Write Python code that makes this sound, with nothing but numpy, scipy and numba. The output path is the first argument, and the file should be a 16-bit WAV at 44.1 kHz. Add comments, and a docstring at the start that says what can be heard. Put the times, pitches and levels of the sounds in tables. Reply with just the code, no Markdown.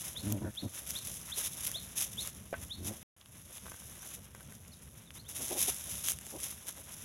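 """A field of dry straw, with dogs close to a phone. One gnaws at meat while another brushes past with
low grumbles, and a bird repeats a rising chirp. After a short silence the field is quieter, with a puppy
shuffling, until a big dog trots in and crunches through the stalks. Straw, snaps and soil are shaped noise,
clacks are ringing modes, grumbles are throat pulses through resonances and the bird is a gliding sine.
The harder the straw is pressed, the brighter it crackles."""
import sys
import numpy as np
from scipy import signal
from scipy.fft import rfft, irfft, next_fast_len
from scipy.io import wavfile
from scipy.ndimage import uniform_filter1d
from numba import njit

SR = 44100
rng = np.random.default_rng(int(sys.argv[2]) if len(sys.argv) > 2 else 0)


def store_wav(level_fs):
    """Save 16-bit WAV to argv[1]."""
    pcm = np.round(np.clip(np.atleast_2d(level_fs), -1, 1) * 32767)
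    wavfile.write(sys.argv[1], SR, pcm.T.astype(np.int16))


N = 310464
TIME = np.arange(N) / SR  # s

# colour of thin straw fibres breaking, as heard through the phone's microphone: f/Hz, level/dB
CRACKLE_COLOUR = [(900, -45), (2000, -14), (3000, -9.5), (3650, -6.5), (4420, -19), (5200, -9.5),
                  (6200, -3.5), (7200, -7), (8300, -12.5), (9700, -4.5), (11000, 1.5), (12200, -7.5),
                  (13700, -19), (15500, -18)]


def straw():
    """Thin fibres crackle brightly; thicker stalks crunch lower, partly in the same breaks; bumps are dull."""
    # constant stirring while the dog feeds, then while the others play: t/s, crackle level before flutter/dB
    stir_feeding = [(0, -42.5), (0.16, -50.5), (0.66, -56), (1.1, -43.5), (1.26, -49), (1.76, -48),
                    (1.88, -50), (2.16, -49.5), (2.4, -56.5), (3.03, -53.5)]
    stir_playing = [(3.17, -66.5), (3.4, -56.5), (3.8, -52.5), (4.25, -58), (5.25, -61.5), (5.5, -38),
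                    (5.8, -45), (5.94, -39.5), (6.2, -53), (6.36, -50), (6.47, -44), (6.62, -54),
                    (6.85, -55), (7.04, -50)]
    # bites, tugs and steps that crush the straw: start t/s, length/s, crackle level before flutter/dB
    crushes = [(0.03, 0.058, -41), (0.19, 0.13, -47), (0.718, 0.081, -44), (0.862, 0.052, -38.5),
               (0.92, 0.067, -42.5), (1.349, 0.058, -35), (1.407, 0.064, -34.5), (1.588, 0.1, -39.5),
               (1.953, 0.079, -32.5), (2.166, 0.12, -41.5), (2.605, 0.032, -45.5), (2.841, 0.045, -39),
               (2.916, 0.027, -50), (3.493, 0.089, -50), (3.629, 0.068, -51), (4.008, 0.14, -46.5),
               (4.818, 0.0095, -53.5), (4.96, 0.041, -57), (5.134, 0.046, -51), (5.28, 0.03, -43.5),
               (5.342, 0.037, -39), (5.382, 0.058, -40), (5.563, 0.068, -30), (5.671, 0.023, -28),
               (6.032, 0.036, -34.5), (6.054, 0.055, -31), (6.279, 0.033, -47.5), (6.422, 0.021, -36),
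               (6.508, 0.018, -49), (6.662, 0.0099, -43), (6.678, 0.011, -37), (6.749, 0.067, -51),
               (6.867, 0.074, -50)]
    # colour of thick stalks crunching, as heard through the phone's microphone: f/Hz, level/dB
    crunch_colour = [(140, -15), (300, -3.5), (600, -4), (1000, 3), (1600, 3), (3500, 2.5), (4500, -10.5),
                     (8000, -26.5)]
    # hollow resonances as jaws and feet bump the straw: f/Hz, width of each filter stage/Hz, level/dB
    bump_modes = [(324.5, 97, 1), (575, 270, 0.5)]
    rise_share, release_s = 0.3, 0.016  # time constants: build-up per crush length; stalks springing back

    level_db = curves(stir_feeding + stir_playing)[0]
    fidget = flutter(rate=30, db=1.42)  # small shuffles between the crushes
    thin_power = (fidget * undb(level_db)) ** 2
    thick_power = (fidget * undb(stalk_db(level_db))) ** 2
    t = TIME[:SR // 3]
    for start, length, db in crushes:
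        build = 1 - np.exp(-t / (rise_share * length))
        release = np.exp(-np.maximum(t - length, 0) / release_s)
        pressure = build * release
        add(thin_power, start, (pressure * undb(db)) ** 2)
        add(thick_power, start, (pressure * undb(stalk_db(db))) ** 2)

    fine = fractures(rate=3600, spread_db=4.4, hiss=.65)
    coarse = fractures(rate=700, spread_db=2.2, hiss=.9) + 0.38 * fine
    crackle = unit(colour(fine, CRACKLE_COLOUR)) * np.sqrt(thin_power) * flutter(rate=120, db=2.0)
    crunch = unit(colour(coarse, crunch_colour)) * undb(-2.0) * flutter(rate=50, db=2.5)
    bumps = unit(resonate(rng.standard_normal(N), bump_modes)) * undb(-10.5) * flutter(rate=45, db=3.5)
    return crackle + (crunch + bumps) * np.sqrt(thick_power)


def stalk_db(crackle_db):
    """Pressure level that drives crunch and bumps; it grows more slowly than the crackle level."""
    firm_db = -46  # crackle level at which the drive lies 10 dB below it
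    return firm_db - 10 + 0.5718 * (crackle_db - firm_db)


def fractures(rate, spread_db, hiss):
    """Tiny breaks of very unequal size, about rate a second, over the hiss of rubbing fibres."""
    chance = rng.random(N)
    sizes = undb(spread_db * np.minimum(rng.exponential(size=N), 4))
    clicks = (chance < rate / SR) * sizes * rng.choice([-1, 1], N)
    return unit(unit(clicks) + hiss * rng.standard_normal(N))


def snaps():
    """A brittle break: one sharp spike and a few milliseconds of faint splintering."""
    # single sharp cracks: t/s, peak level/dB, low body before the common 5 dB lift/dB
    cracks = [(0.3241, -18, -14), (0.9068, -18, -18), (1.0724, -24, -14), (1.6522, -22, -14),
              (1.6727, -18, -20), (1.716, -22, -15), (2.2747, -21, -15), (3.213, -42, 12), (3.2594, -38, 3),
              (3.582, -37, 0), (4.681, -37, -22), (5.1061, -34, 7), (5.4613, -23, -16), (5.4825, -25, -18),
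              (5.6153, -12, -20), (5.7455, -25, -22), (6.0858, -14, -8), (6.1195, -16, -14),
              (6.1878, -26, -10), (6.212, -33, -14), (6.2668, -27, -12), (6.403, -27, -16)]
    # colour of the sharp top, as heard through the phone's microphone: f/Hz, level/dB
    top_colour = [(2000, -26), (6300, -2), (8300, -5), (11000, 0), (13500, -11), (15500, -12), (17000, -35)]
    # colour of the low body, as heard through the phone's microphone: f/Hz, level/dB
    body_colour = [(500, -22), (1300, -8), (3500, 0), (4400, -11), (5300, -7), (8000, -28)]
    # faint snaps of single fibres at random moments, in the same columns
    twigs = []
    for _ in range(24):
        moment = rng.uniform(0, TIME[-1])
        peak_and_body_db = rng.normal([-45, -8], 3)  # middles and scatter
        twigs.append((moment, *peak_and_body_db))

    out, t = np.zeros(N), TIME[:1024]
    for s, db, body_db in cracks + twigs:
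        splintering = .3 * np.exp(-t / .0003) + .03 * np.exp(-t / .002)
        burst = rng.standard_normal(len(t)) * splintering
        burst[0] = 1  # the spike
        crack = colour(burst, top_colour) + undb(body_db + 5) * colour(burst, body_colour)
        add(out, s, crack / np.abs(crack).max() * undb(db))
    return out


def knocks():
    """Teeth and thick stalks clack: splinter, brief scuff, and modes favoured near each clack's own pitch."""
    # hollow clacks: t/s, peak level/dB, favoured pitch f/Hz, bright splintering relative to the ring/dB
    clacks = [(1.758, -40, 700, -10), (2.5285, -25.5, 560, -26), (2.5411, -25, 1430, -32),
              (3.658, -35, 916, -7), (3.666, -34, 1200, -4), (3.682, -35, 1200, -8),
              (3.7185, -29.5, 1150, -4), (3.743, -38, 1200, -9), (3.773, -45, 1500, -1),
              (3.821, -39.5, 1200, -6), (4.029, -42.5, 1450, -12), (4.349, -33.5, 1150, -1),
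              (4.407, -37, 1280, 1), (4.523, -38.5, 1910, 3.5)]
    # their ring: f/Hz, t60/s, level before weighting by pitch/dB
    ring_modes = [(565, 0.046, 0), (663, 0.078, -0.5), (1170, 0.004, 13), (1535, 0.048, 5),
                  (1880, 0.017, -1), (2460, 0.022, -9)]
    octaves = 0.29  # distance from the favoured pitch at which the weight halves
    scuff_s, splinter_s = 0.011, 0.0018  # decay time constants

    out, t = np.zeros(N), TIME[:4096]
    dull = signal.butter(4, [350, 2500], "band", fs=SR, output="sos")
    for s, db, centre_hz, splinter_db in clacks:
        ring = 0
        for hz, t60, mode_db in ring_modes:
            weight = undb(mode_db) / (1 + (np.log2(hz / centre_hz) / octaves) ** 2)
            ring = ring + weight * np.sin(2 * np.pi * hz * t) * np.exp(-np.log(1000) * t / t60)
        scuff = signal.sosfilt(dull, rng.standard_normal(len(t)) * np.exp(-t / scuff_s))
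        splinter = colour(rng.standard_normal(len(t)) * np.exp(-t / splinter_s), CRACKLE_COLOUR)
        clack = unit(ring) + .33 * unit(scuff) + undb(splinter_db) * unit(splinter)
        add(out, s, clack / np.abs(clack).max() * undb(db))
    return out


def paws():
    """Weight pressed on the soil through the straw gives a dull, short thud."""
    # soft blows of paws: t of the peak/s, level/dB, half length (standard deviation of the swell)/s
    blows = [(1.383, -51, 0.0056), (2.902, -49.5, 0.028), (4.066, -59, 0.012), (4.181, -58, 0.011),
             (5.415, -50, 0.024), (5.522, -40.5, 0.012), (5.567, -43, 0.016), (5.689, -38, 0.0072),
             (6.27, -52, 0.0029), (6.352, -45.5, 0.017), (6.657, -54.5, 0.0044), (6.789, -55.5, 0.013)]
    # colour of the thuds on the soil: f/Hz, level/dB
    soil_colour = [(60, -20), (200, 1.5), (330, 7.5), (560, 5), (850, 1.5), (3000, -49)]
    weight = sum(undb(db) * np.exp(-.5 * ((TIME - s) / half) ** 2) for s, db, half in blows)
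    return weight * unit(colour(rng.standard_normal(N), soil_colour))


def grumble():
    """Slack throat pulses, muffled unless the mouth opens and the teeth are bared."""
    # low grumbles: start t/s, swell/s, fade/s, level/dB, mean pulse rate at start, peak and end f/Hz,
    # mouth gain at the end/dB, bared teeth before the mouth opening/dB
    grumbles = [(0.217, 0.11, 0.082, -36, 95.7, 108.8, 85.4, -3.5, -34),
                (0.403, 0.018, 0.09, -38.5, 61.85, 73.8, 121.2, -1.5, -3),
                (0.623, 0.013, 0.05, -38.5, 160.4, 143, 65.8, -9, -30),
                (2.749, 0.11, 0.092, -45.5, 85.96, 91.7, 129, -28, -29)]
    # throat resonances before the shift with effort: f/Hz, width of each filter stage/Hz, level/dB
    throat_modes = [(102, 70, 5.5), (204, 80, 4.5), (272, 49, 2)]
    # mouth resonances before the same shift: f/Hz, width of each filter stage/Hz, level/dB
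    mouth_modes = [(570, 123, -2), (930, 40, -9.5)]
    # resonances of the bared teeth, which stay put: f/Hz, width of each filter stage/Hz, level/dB
    teeth_modes = [(1490, 140, -3), (1740, 100, -6)]
    jitter, scatter_db, air_share = .075, 2.4, .38  # unevenness of pulse rate and size; air with them
    arch_power, rise_octaves = 0.77, 0.22  # steepness of swell and fade; resonances rise with the effort
    mouth_opens_db = 7  # from start to end

    out = np.zeros(N)
    for (start, swell, fade, level_db, first_hz, middle_hz, last_hz,
         open_db, teeth_db) in grumbles:
        t = TIME[:int((swell + fade) * SR)]
        along = np.interp(t, [0, swell, swell + fade], [0, .5, 1])
        wander, size, air = rng.standard_normal((3, SR // 2))[:, :len(along)]
        hz = np.interp(along, [0, .5, 1], [first_hz, middle_hz, last_hz])
        uneven_hz = hz * (1 + jitter * unit(uniform_filter1d(wander, size=400)))
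        phase = np.cumsum(uneven_hz) / SR
        pulses = np.diff(np.floor(phase), prepend=-1) * undb(scatter_db * size)
        rasp = unit(np.exp(-2 * (phase % 1)) * air)  # air strongest just after each pulse

        effort = np.abs(np.sin(np.pi * along)) ** arch_power
        shift = 2 ** (rise_octaves * (effort - effort.mean()))
        throat = resonate(unit(pulses) + air_share * rasp, throat_modes, shift)
        rough = unit(unit(pulses) + rasp)
        mouth = undb(open_db) * resonate(rough, mouth_modes, shift)
        teeth = undb(teeth_db) * along ** 2 * resonate(rough, teeth_modes)
        voice = throat + undb(mouth_opens_db * (along - 1)) * (mouth + teeth)
        add(out, start, unit(voice * effort) * undb(level_db))
    return out


def bird():
    """A pure whistle slides up and hooks over, far notes glide faintly; the field scatters a short echo."""
    # chirps: t at the loudest point/s, level there/dB, length factor
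    chirps = [(0.171, -40, 1.1), (0.582, -37, 0.85), (.962, -37.5, 0.85), (1.327, -37.5, 0.72),
              (1.755, -36.5, 1.1), (2.19, -36.5, 1.1), (2.718, -39, 1.1)]
    # one chirp before stretching and pitch scatter: t from its loudest point/s, f/Hz, level/dB
    chirp_shape = [(-.028, 2580, -31), (-.015, 3100, -17), (-.007, 3400, -3), (.004, 3720, 0),
                   (.012, 4030, -8), (.020, 4350, -11), (.029, 4230, -13), (.038, 3800, -27)]
    # faint far notes: start t/s, length/s, first f/Hz, middle f/Hz, last f/Hz, level before shimmer/dB
    far_notes = [(3.988, 0.065, 5500, 6000, 6960, -58), (4.715, 0.033, 4670, 4050, 3600, -60),
                 (4.726, 0.027, 5300, 4930, 4300, -63), (5.051, 0.052, 4100, 3650, 3400, -66),
                 (5.142, 0.085, 3400, 3860, 5080, -62), (5.243, 0.042, 2950, 3430, 4000, -60)]
    echo_db, echo_t60, echo_rise_s = -8, 0.24, 0.011

    out = np.zeros(N)
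    s, hz, db = np.transpose(chirp_shape)
    for peak_s, level_db, stretch in chirps:
        t = np.arange(s[0], s[-1], 1 / (SR * stretch))
        pitch = np.interp(t, s, hz) * rng.normal(1, 0.0097)
        add(out, peak_s + s[0] * stretch, whistle(pitch) * undb(level_db + np.interp(t, s, db)))

    shimmer = flutter(rate=296, db=5.5)  # far notes arrive by many paths and waver
    for start, length, first_hz, middle_hz, last_hz, level_db in far_notes:
        bend = np.polyfit([0, .5, 1], [first_hz, middle_hz, last_hz], 2)
        pitch = np.polyval(bend, np.linspace(0, 1, int(length * SR)))
        envelope = np.sqrt(np.hanning(len(pitch))) * undb(level_db)
        add(out, start, whistle(pitch) * envelope * shimmer[:len(pitch)])

    t = TIME[:SR // 2]
    echo_envelope = np.exp(-np.log(1000) * t / echo_t60) * (1 - np.exp(-t / echo_rise_s))
    scatter = rng.standard_normal(len(t)) * echo_envelope
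    echo = signal.fftconvolve(out, scatter / np.linalg.norm(scatter))[:N]
    return out + undb(echo_db) * echo


def field():
    """Distant low rumble and light air: coloured noise that comes in small gusts."""
    # colour of the open field: f/Hz, level/dB
    field_colour = [(20, -19), (45, -16), (65, 5), (105, 1), (215, -3), (300, -15), (450, -16), (1000, -29),
                    (3500, -43.5), (16000, -47)]
    # its loudness through time: t/s, level before gusts/dB
    air_levels = [(0, -52), (1.5, -55), (3, -52.5), (3.2, -62.5), (3.5, -58), (5.6, -54.5), (7, -57)]
    air = unit(colour(rng.standard_normal(N), field_colour))
    return air * undb(curves(air_levels)[0]) * flutter(rate=14, db=3.0)


def undb(db):
    """Decibels to gain."""
    return 10 ** (np.asarray(db) / 20)


def unit(x):
    """Scale to rms 1."""
    return x / np.sqrt(np.mean(x ** 2))


def curves(table):
    """Each column after the times of a table as a line through time."""
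    s, *columns = np.transpose(table)
    return [np.interp(TIME, s, c) for c in columns]


def add(out, s, sound):
    """Mix a sound in at time s."""
    start = max(int(s * SR), 0)
    out[start:start + len(sound)] += sound[:N - start]


def flutter(rate, db):
    """A gain that wanders at random, about rate times a second."""
    knots = np.arange(N / SR * rate + 1) / rate
    return undb(db * np.interp(TIME, knots, rng.standard_normal(len(knots))))


def whistle(hz):
    """A pure tone of rms 1 on a moving pitch."""
    return np.sqrt(2) * np.sin(2 * np.pi * np.cumsum(hz) / SR)


def colour(x, points):
    """Causal minimum-phase filter that follows (Hz, dB) points."""
    size = next_fast_len(len(x) + 4096)
    size += size % 2
    hz, db = np.transpose(points)
    bins_hz = np.arange(size // 2 + 1) * SR / size
    log_gain = np.log(undb(np.interp(np.log(bins_hz + 1), np.log(hz), db)))
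    cepstrum = irfft(log_gain)
    cepstrum[1:size // 2] *= 2  # fold onto positive time, so nothing sounds early
    cepstrum[size // 2 + 1:] = 0
    return irfft(rfft(x, size) * np.exp(rfft(cepstrum)))[:len(x)]


def resonate(x, modes, shift=1):
    """Steep resonances side by side, each two equal stages, all moved by the factor shift."""
    out = 0
    for hz, width, db in modes:
        centre = hz * shift * np.ones(len(x))
        once = bandpass(x, centre, float(width))
        out = out + undb(db) * bandpass(once, centre, float(width))
    return out


@njit
def bandpass(x, hz, width):
    """A state-variable resonance whose centre may move."""
    out, band, low = np.empty(len(x)), 0., 0.
    for i in range(len(x)):
        g, k = np.tan(np.pi * hz[i] / SR), width / hz[i]
        v = (band + g * (x[i] - low)) / (1 + g * (g + k))
        band, low, out[i] = 2 * v - band, low + 2 * g * v, k * v
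    return out


def scene():
    """All sources at one microphone."""
    return (straw() + snaps() + knocks() + paws() + grumble() + bird() + field())[None]


def record(dry):
    """The sound drops out briefly between feeding and playing; the phone cuts the top."""
    # the silence: start t/s, end t/s
    silence = (3.03, 3.165)
    running = (TIME < silence[0]) | (TIME > silence[1])
    top_cut = signal.ellip(10, .2, 80, 15850, fs=SR, output="sos")  # ripple dB, stop dB, edge Hz
    return signal.sosfilt(top_cut, dry * running)


dry = scene()
out = record(dry)
store_wav(out)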